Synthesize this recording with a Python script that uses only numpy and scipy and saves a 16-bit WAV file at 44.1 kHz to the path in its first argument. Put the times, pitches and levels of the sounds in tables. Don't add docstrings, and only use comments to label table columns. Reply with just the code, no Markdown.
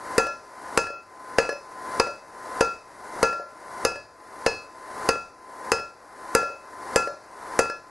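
import sys
import numpy as np
from scipy import signal
from scipy.fft import rfft, irfft
from scipy.io import wavfile
from scipy.ndimage import uniform_filter1d

SR = 44100
rng = np.random.default_rng(int(sys.argv[2]) if len(sys.argv) > 2 else 0)


def bounce(signal):
    frames = np.transpose(np.atleast_2d(signal))
    limited = np.clip(frames, -1, 1)
    pcm = np.round(limited * 32767).astype(np.int16)
    wavfile.write(sys.argv[1], SR, pcm)


def attenuation_scalar(level_db):
    decades = np.asarray(level_db, float) / 20
    return 10 ** decades


N = 348390

USUAL_THUD_DB = -6
SETTLE_DB, SETTLE_S = 3.5, 0.062

# start in seconds, thud in dB, landing off the middle of the face as dB lost by the
# main ring, tilt onto the hammer's edge in dB, recorder gain after the dive in dB.
BLOWS = [(0.1804, -5.5, -1.5, 3, -19.5), (0.7749, -9.5, -5.5, 2.5, -23.5), (1.3839, -5.5, -13.5, -15, -17),
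         (1.998, -8, -4.5, -23, -18.5), (2.6082, -8, 1, -4.5, -19.5), (3.229, -6, -1, 0.5, -20.5),
         (3.85, -10.5, -5, 1, -24), (4.4629, -8, -21.5, -5.5, -18), (5.0893, -8.5, -1.5, -2, -22.5),
         (5.718, -10.5, -6.5, 1.5, -23), (6.35, -5.5, 0.5, 4, -19.5), (6.9594, -5, 1.5, 7, -20.5),
         (7.5907, -8, 0.5, 4.5, -22)]


def blows():
    s, thud, _, tilt, gain = np.transpose(BLOWS)
    lift = -gain - SETTLE_DB
    rattle = 1.5 + 0.59 * (thud - USUAL_THUD_DB) + lift
    knock = impact(s, thud, tilt, lift)
    metal = anvil(s, lift) + hammer(s, lift) + ground(s, lift)
    metal = metal + tools(s, rattle - 50) + scale(s, rattle)
    return knock, metal


# frequency in Hz, level in dB, t60 in seconds.
STUMP_MODES = [(287, -34, 0.062), (380, -26, 0.21), (463, -11.5, 0.25), (467.5, -2, 0.046), (500, 0, 0.065),
               (525, -11.5, 0.2), (516, -33, 0.34), (731, -44, 0.035), (935, -14, 0.16), (145, -49, 0.021),
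               (50, -8.5, 0.021)]
# frequency in Hz, level in dB per Hz.
CRACK_SPECTRUM = [(60, -30), (300, -14), (700, -3), (1820, 0), (2230, -11.5), (2730, -7.5), (3340, -29),
                  (4810, -5.5), (7080, -26.5), (10600, -22), (12700, -51), (22000, -120)]
# frequency in Hz, level in dB per Hz.
TICK_SPECTRUM = [(1000, -46), (5000, -10), (8500, -2), (11000, -8), (13000, -11), (22000, -100)]


def impact(s, thud, tilt, lift):
    crack = -18 - 0.2 * tilt
    stump = -ring(s + 0.0013, thud + lift - 5, STUMP_MODES, scatter_db=1.55, soft_s=0.00011)
    faces = burst(s, crack + lift + 9, 0.028, CRACK_SPECTRUM)
    edge = burst(s, shares(HAMMER_SHARE)[-1] + lift + 40, 0.02, TICK_SPECTRUM)
    return stump + faces + edge


ANVIL_HZ = [
    [1371, 1420],
    [1700, 2040, 828, 743],
    [2589, 2666, 3300],
    [4246],
    [5320, 5143],
]
# one family of pairs, level in dB and t60 in seconds.
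ANVIL_RINGS = [
    [(3, 1.8), (-34, .3)],
    [(8.5, 0.39), (-2, 0.2), (7.5, 0.19), (-4.5, 1)],
    [(8, 0.92), (-7, 0.72), (-17.5, 0.74)],
    [(-7, 0.93)],
    [(0, 0.36), (0, 0.28)],
]
# usual level in dB, then dB per dB of thud,
# per dB of off-middle loss, per dB of tilt.
ANVIL_SHARE = [(-25.5, 0.57, 0.93, 0.013), (-37, 1.3, -.05, 0.14), (-37.5, 0.34, -0.12, 0.14),
               (-56.5, -1.2, -0.98, .05), (-60.5, -4.4, -0.84, .5)]
# delay for the main ring in seconds, its decay in dB per
# second, delay for the other rings in seconds, their decay in dB per second.
RESTS = [(.13, 156, 0.14, 230), (0.19, 168, 0.22, 284), (0.12, 130, 0.19, 320), (.11, 210, 0.12, 121),
         (.11, 300, .13, 148), (0.13, 85, 0.098, 170), (0.074, 150, 0.13, 151), (.13, 132, 0.13, 137),
         (0.094, 132, 0.12, 141), (0.12, 130, .11, 132), (0.11, 121, 0.19, 126), (.12, 155, 0.084, 347),
         (0.13, 182, .16, 260)]


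def anvil(s, lift):
    k, since = since_blow()
    rests = np.transpose(RESTS)
    lying = np.maximum(since - rests[::2, k], 0)
    choke = attenuation_scalar(-rests[1::2, k] * lying * (1 + lying / 0.5))
    main_ring, *other_rings = families(s, lift + 4, ANVIL_SHARE, ANVIL_HZ, ANVIL_RINGS)
    return choke[0] * main_ring + choke[1] * sum(other_rings)


HAMMER_HZ = [
    [4775, 4830, 4969],
    [5901, 4810, 6350],
    [6395, 6300, 7014],
    [7450, 7560],
    [8489, 8800, 9810, 10400],
]
# one family of pairs, level in dB and t60 in seconds.
HAMMER_RINGS = [
    [(8.5, 0.52), (-6, 0.07), (-9, 0.3)],
    [(6, 0.54), (21.6, 0.094), (15.1, 0.1)],
    [(7.5, 0.2), (6, 0.086), (-12, 0.25)],
    [(4, 0.21), (3, 0.072)],
    [(4.6, 0.27), (3.2, 0.11), (2, 0.13), (10, 0.33)],
]
# usual level in dB, then dB per dB of thud,
# per dB of off-middle loss, per dB of tilt.
HAMMER_SHARE = [(-51, -0.24, -0.16, -0.041), (-51.5, 0.9, 0.11, 0.11), (-43.5, -.2, .05, 0.32),
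                (-49, -0.1, .05, 1.9), (-58.5, -0.44, 0.17, 0.92)]


def hammer(s, lift):
    return sum(families(s, lift + 5, HAMMER_SHARE, HAMMER_HZ, HAMMER_RINGS))


# frequency in Hz, level in dB per Hz.
RUMBLE_SPECTRUM = [(20, 1), (50, -2), (110, 2.5), (170, -7.5), (300, -36), (22000, -120)]


def ground(s, lift):
    return burst(s, lift - 44.5, 0.76, RUMBLE_SPECTRUM)


def tools(s, db):
    place, life = rng.random((2, 22))
    modes = np.transpose([4000 * 2.3 ** place, -12 * place, 0.08 + 0.2 * life])
    return ring(s, db, modes, scatter_db=5.0, soft_s=0.00001)


# frequency in Hz, level in dB per Hz.
CLATTER_SPECTRUM = [(35, -83), (60, -25), (483, -0.5), (1130, -8), (1380, -5), (2120, -25), (2590, -10.5),
                    (2900, -30), (4860, -14), (10600, -29.5), (12700, -41), (16600, -86), (22000, -120)]


def scale(s, rattle):
    return burst(s, rattle - 20, 0.065, CLATTER_SPECTRUM) + burst(s, rattle - 28, 0.65, CLATTER_SPECTRUM)


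# start in seconds, thud in dB, bar ring in dB, steel on steel in dB.
BOUNCES = [(0.267, -41, -35, -30), (0.868, -44, -47, -35), (0.903, -31, -41, -41.5),
           (1.491, -14, -34.5, -25.5), (1.526, -37, -41.5, -36.5), (2.07, -45, -34.5, -34),
           (3.327, -49, -40, -35), (3.397, -30, -39.5, -46), (3.957, -39, -42, -35.5),
           (5.158, -22.5, -46, -47), (5.796, -48, -41, -36), (6.429, -34, -35, -35), (6.501, -60, -41, -57),
           (7.073, -47, -33.5, -33.5), (7.698, -18.5, -42, -30.5)]
# frequency in Hz, level in dB, t60 in seconds.
TOUCH_MODES = [(1700, 0, .3), (1371, -10, .3), (4246, -15, .4), (5143, -13, .35), (5320, -14, .35),
               (5901, -15, .35), (4775, -16, .3)]
# frequency in Hz, level in dB, t60 in seconds.
BAR_MODES = [(545, 5, 0.32), (574.3, 13.5, 0.21), (484, 3.5, 0.14), (616, 3, 0.54), (699, 4.5, 0.22)]


def bounces():
    s, *levels = np.transpose(BOUNCES)
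    thud, hum, steel = np.array(levels) - gain_db()[(s * SR).astype(int)]
    knock = ring(s, thud - 8, STUMP_MODES[1:-2], scatter_db=2.0, soft_s=0.0004)
    knock = knock + burst(s, steel + 3, 0.03, CRACK_SPECTRUM)
    knock = knock + burst(s, steel - 12, 0.036, TICK_SPECTRUM)
    metal = ring(s, steel, TOUCH_MODES, scatter_db=2.0, soft_s=0.00003)
    metal = metal + ring(s, hum, BAR_MODES, scatter_db=2.0, soft_s=0.0004)
    return signal.sosfilt(signal.butter(3, 330, "high", fs=SR, output="sos"), [knock, metal])


# delay in seconds, level in dB.
WALLS = [(0.015, -13.5), (.042, -20.5), (.052, -23), (.066, -18.5), (0.082, -27)]


def echoes(knocks):
    late, wall_db = np.transpose(WALLS)
    back = signal.oaconvolve(knocks, taps(late, wall_db)[:SR // 4])[:N]
    return signal.sosfilt(signal.butter(2, 3500, fs=SR, output="sos"), back)


# frequency in Hz, level in dB.
SPREAD = [(30, -4), (300, -6), (1500, -27), (4000, -0.5), (10500, -11), (12500, 12)]


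def yard(hits):
    n = SR // 10
    scatter = rng.standard_normal(n) * np.exp(-np.arange(n) / (0.1 * SR))
    diffuse = signal.oaconvolve(hits, scatter / np.linalg.norm(scatter))
    return attenuation_scalar(-24.5 + 4.0) * colour(diffuse, SPREAD)


# frequency in Hz, level in dB per Hz.
AIR_SPECTRUM = [(25, -24.5), (180, -21.5), (300, -12), (600, -10), (960, -8), (1200, -12), (1900, -16),
                (2500, -31), (3300, -34.5), (4500, -28.5), (7500, -31.5), (10800, -30.5), (11800, -35),
                (12700, -101)]
# frequency in Hz, level in dB, width in Hz.
WHINE = [(1025, -32.5, 4), (2050, -50, 25), (1470, -46, 30), (960, -43, 20)]


def blower():
    flutter = attenuation_scalar(0.93 * walk(120) + 0.23 * walk(8.2))
    air = level(colour(rng.standard_normal(N) * flutter, AIR_SPECTRUM), -30)
    for hz, db, width in WHINE:
        sway = walk(width) + 1j * walk(width) + 0.6 * walk(60) + 4.5
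        tone = sway * np.exp(2j * np.pi * hz * np.arange(N) / SR)
        air = air + level(tone.real, db)
    return air


def since_blow():
    s, t = np.transpose(BLOWS)[0], np.arange(N) / SR
    k = np.searchsorted(s, t) - 1
    return k, np.where(k < 0, t, t - s[k])


def shares(law):
    _, thud, off, tilt, _ = np.transpose(BLOWS)
    return np.array(law) @ np.array([np.ones(len(thud)), thud - USUAL_THUD_DB, off, tilt])


def families(s, lift_db, law, hz, rings):
    out = []
    for db, family_hz, family_rings in zip(shares(law), hz, rings):
        modes = np.column_stack([family_hz, family_rings])
        out.append(ring(s, db + lift_db, modes, scatter_db=0.7, soft_s=0.00001))
    return np.array(out)


def ring(s, db, modes, scatter_db, soft_s):
    out, chance = 0, rng.standard_normal((len(s), len(modes)))
    for (hz, mode_db, t60), luck in zip(modes, chance.T):
        r, w = np.exp(-np.log(1000) / (t60 * SR)), 2 * np.pi * hz / SR
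        force = taps(s, db + mode_db + scatter_db * luck)
        out = out + signal.lfilter([0, np.sin(w)], [1, -2 * r * np.cos(w), r * r], force)
    k = np.exp(-1 / (soft_s * SR))
    return signal.lfilter([1 - k], [1, -k], out)


def burst(s, db, t60, spectrum):
    fall = signal.lfilter([1], [1, -np.exp(-np.log(1000) / (t60 * SR))], taps(s, db))
    fall = uniform_filter1d(fall, size=25, origin=12)
    white = rng.standard_normal(N)
    return colour(white * fall, spectrum) / np.std(colour(white, spectrum))


def taps(s, db):
    x = np.zeros(N)
    np.add.at(x, np.round(np.asarray(s) * SR).astype(int), attenuation_scalar(db))
    return x


def colour(x, spectrum):
    hz, db = np.transpose(spectrum)
    grid = np.log(np.linspace(1, SR / 2, 2049))
    cep = irfft(np.interp(grid, np.log(hz), db) * np.log(10) / 20)
    cep[1:2048] *= 2
    cep[2049:] = 0
    return signal.oaconvolve(x, irfft(np.exp(rfft(cep))))[:N]


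def walk(rate):
    k = int(SR / rate)
    held = np.repeat(rng.standard_normal(N // k + 1), k)
    return 0.97 * uniform_filter1d(uniform_filter1d(held, k), k)[:N]


def level(x, db):
    return x * attenuation_scalar(db) / np.sqrt(np.mean(x ** 2))


# frequency in Hz, left minus right in dB.
LEAN = [(60, 2), (110, 4), (200, 3), (350, 3), (640, 2.5), (1150, 2.0), (2080, 1), (3770, 0.5),
        (6800, -1.5), (12300, -2.5)]


def scene():
    (knock, metal), (tap, hum) = blows(), bounces()
    hits = knock + tap + metal + hum + echoes(knock + tap)
    mid, side = hits + blower(), yard(hits)
    hz, lean_db = np.transpose(LEAN)
    ports = [colour(mid + sign * side, np.transpose([hz, sign * lean_db / 2])) for sign in (1, -1)]
    return np.array(ports)


def gain_db():
    climb_db_s, hold_s, first_db = 47, 0.23, -8.5
    low_db = np.transpose(BLOWS)[-1]
    k, since = since_blow()
    settling = SETTLE_DB * np.exp(-(since / SETTLE_S) ** 2)
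    after = low_db[k] + settling + climb_db_s * np.maximum(since - hold_s, 0)
    return uniform_filter1d(np.where(k < 0, first_db + climb_db_s * since, after), size=88)


# frequency in Hz, level in dB.
MASK = [(1800, -32.5), (3000, -28.5), (3600, -19), (4500, -27.5), (7800, -19.5), (8200, -14), (8700, -23.5),
        (9500, -16), (11500, -55), (12000, -10), (22050, -24)]


def thin_out(x):
    hz, _, cells = signal.stft([x[0] + x[1], x[0] - x[1]], SR, nperseg=1024)
    power = np.abs(cells) ** 2
    mask = np.interp(hz, *np.transpose(MASK))
    side_mask = np.where(hz > 11900, -37, mask + 8 * (hz < 10000))
    loud = np.log(np.mean(power[0], axis=0))
    bar = np.exp(0.68 * loud + 0.3 * np.mean(loud)) * attenuation_scalar(2 * np.array([mask, side_mask]))[:, :, None]
    share = np.interp(hz, [2500, 2800, 3600, 4000, 7000, 8200, 9000], [.1, .65, .65, .2, .25, .4, .3])[:, None]
    bar = np.maximum(bar, share * uniform_filter1d(np.minimum(power, 30 * bar), size=21, axis=1))
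    smooth = uniform_filter1d(uniform_filter1d(power, size=2, axis=1), size=3, axis=2)
    keep = (smooth > bar) | (hz[:, None] < 1800)
    mid, side = signal.istft(cells * keep, SR, nperseg=1024)[1][:, :N] / 2
    return np.array([mid + side, mid - side])


def band_limit(x):
    return signal.sosfilt(signal.butter(12, 12890, fs=SR, output="sos"), x)


def record(dry):
    hiss = rng.standard_normal(dry.shape)
    hiss = signal.sosfilt(signal.butter(2, [8000, 11500], "band", fs=SR, output="sos"), hiss)
    hiss = signal.sosfilt(signal.ellip(8, 0.5, 60, 11900, fs=SR, output="sos"), hiss)
    x = (dry + level(hiss, -56)) * attenuation_scalar(gain_db())
    x = np.tanh(0.97 * x) / 1.28
    x = signal.sosfilt(signal.butter(9, 11950, fs=SR, output="sos"), x)
    x = signal.sosfilt(signal.butter(1, 15, "high", fs=SR, output="sos"), thin_out(x))
    return band_limit(x)


dry = scene()
out = record(dry)
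bounce(out)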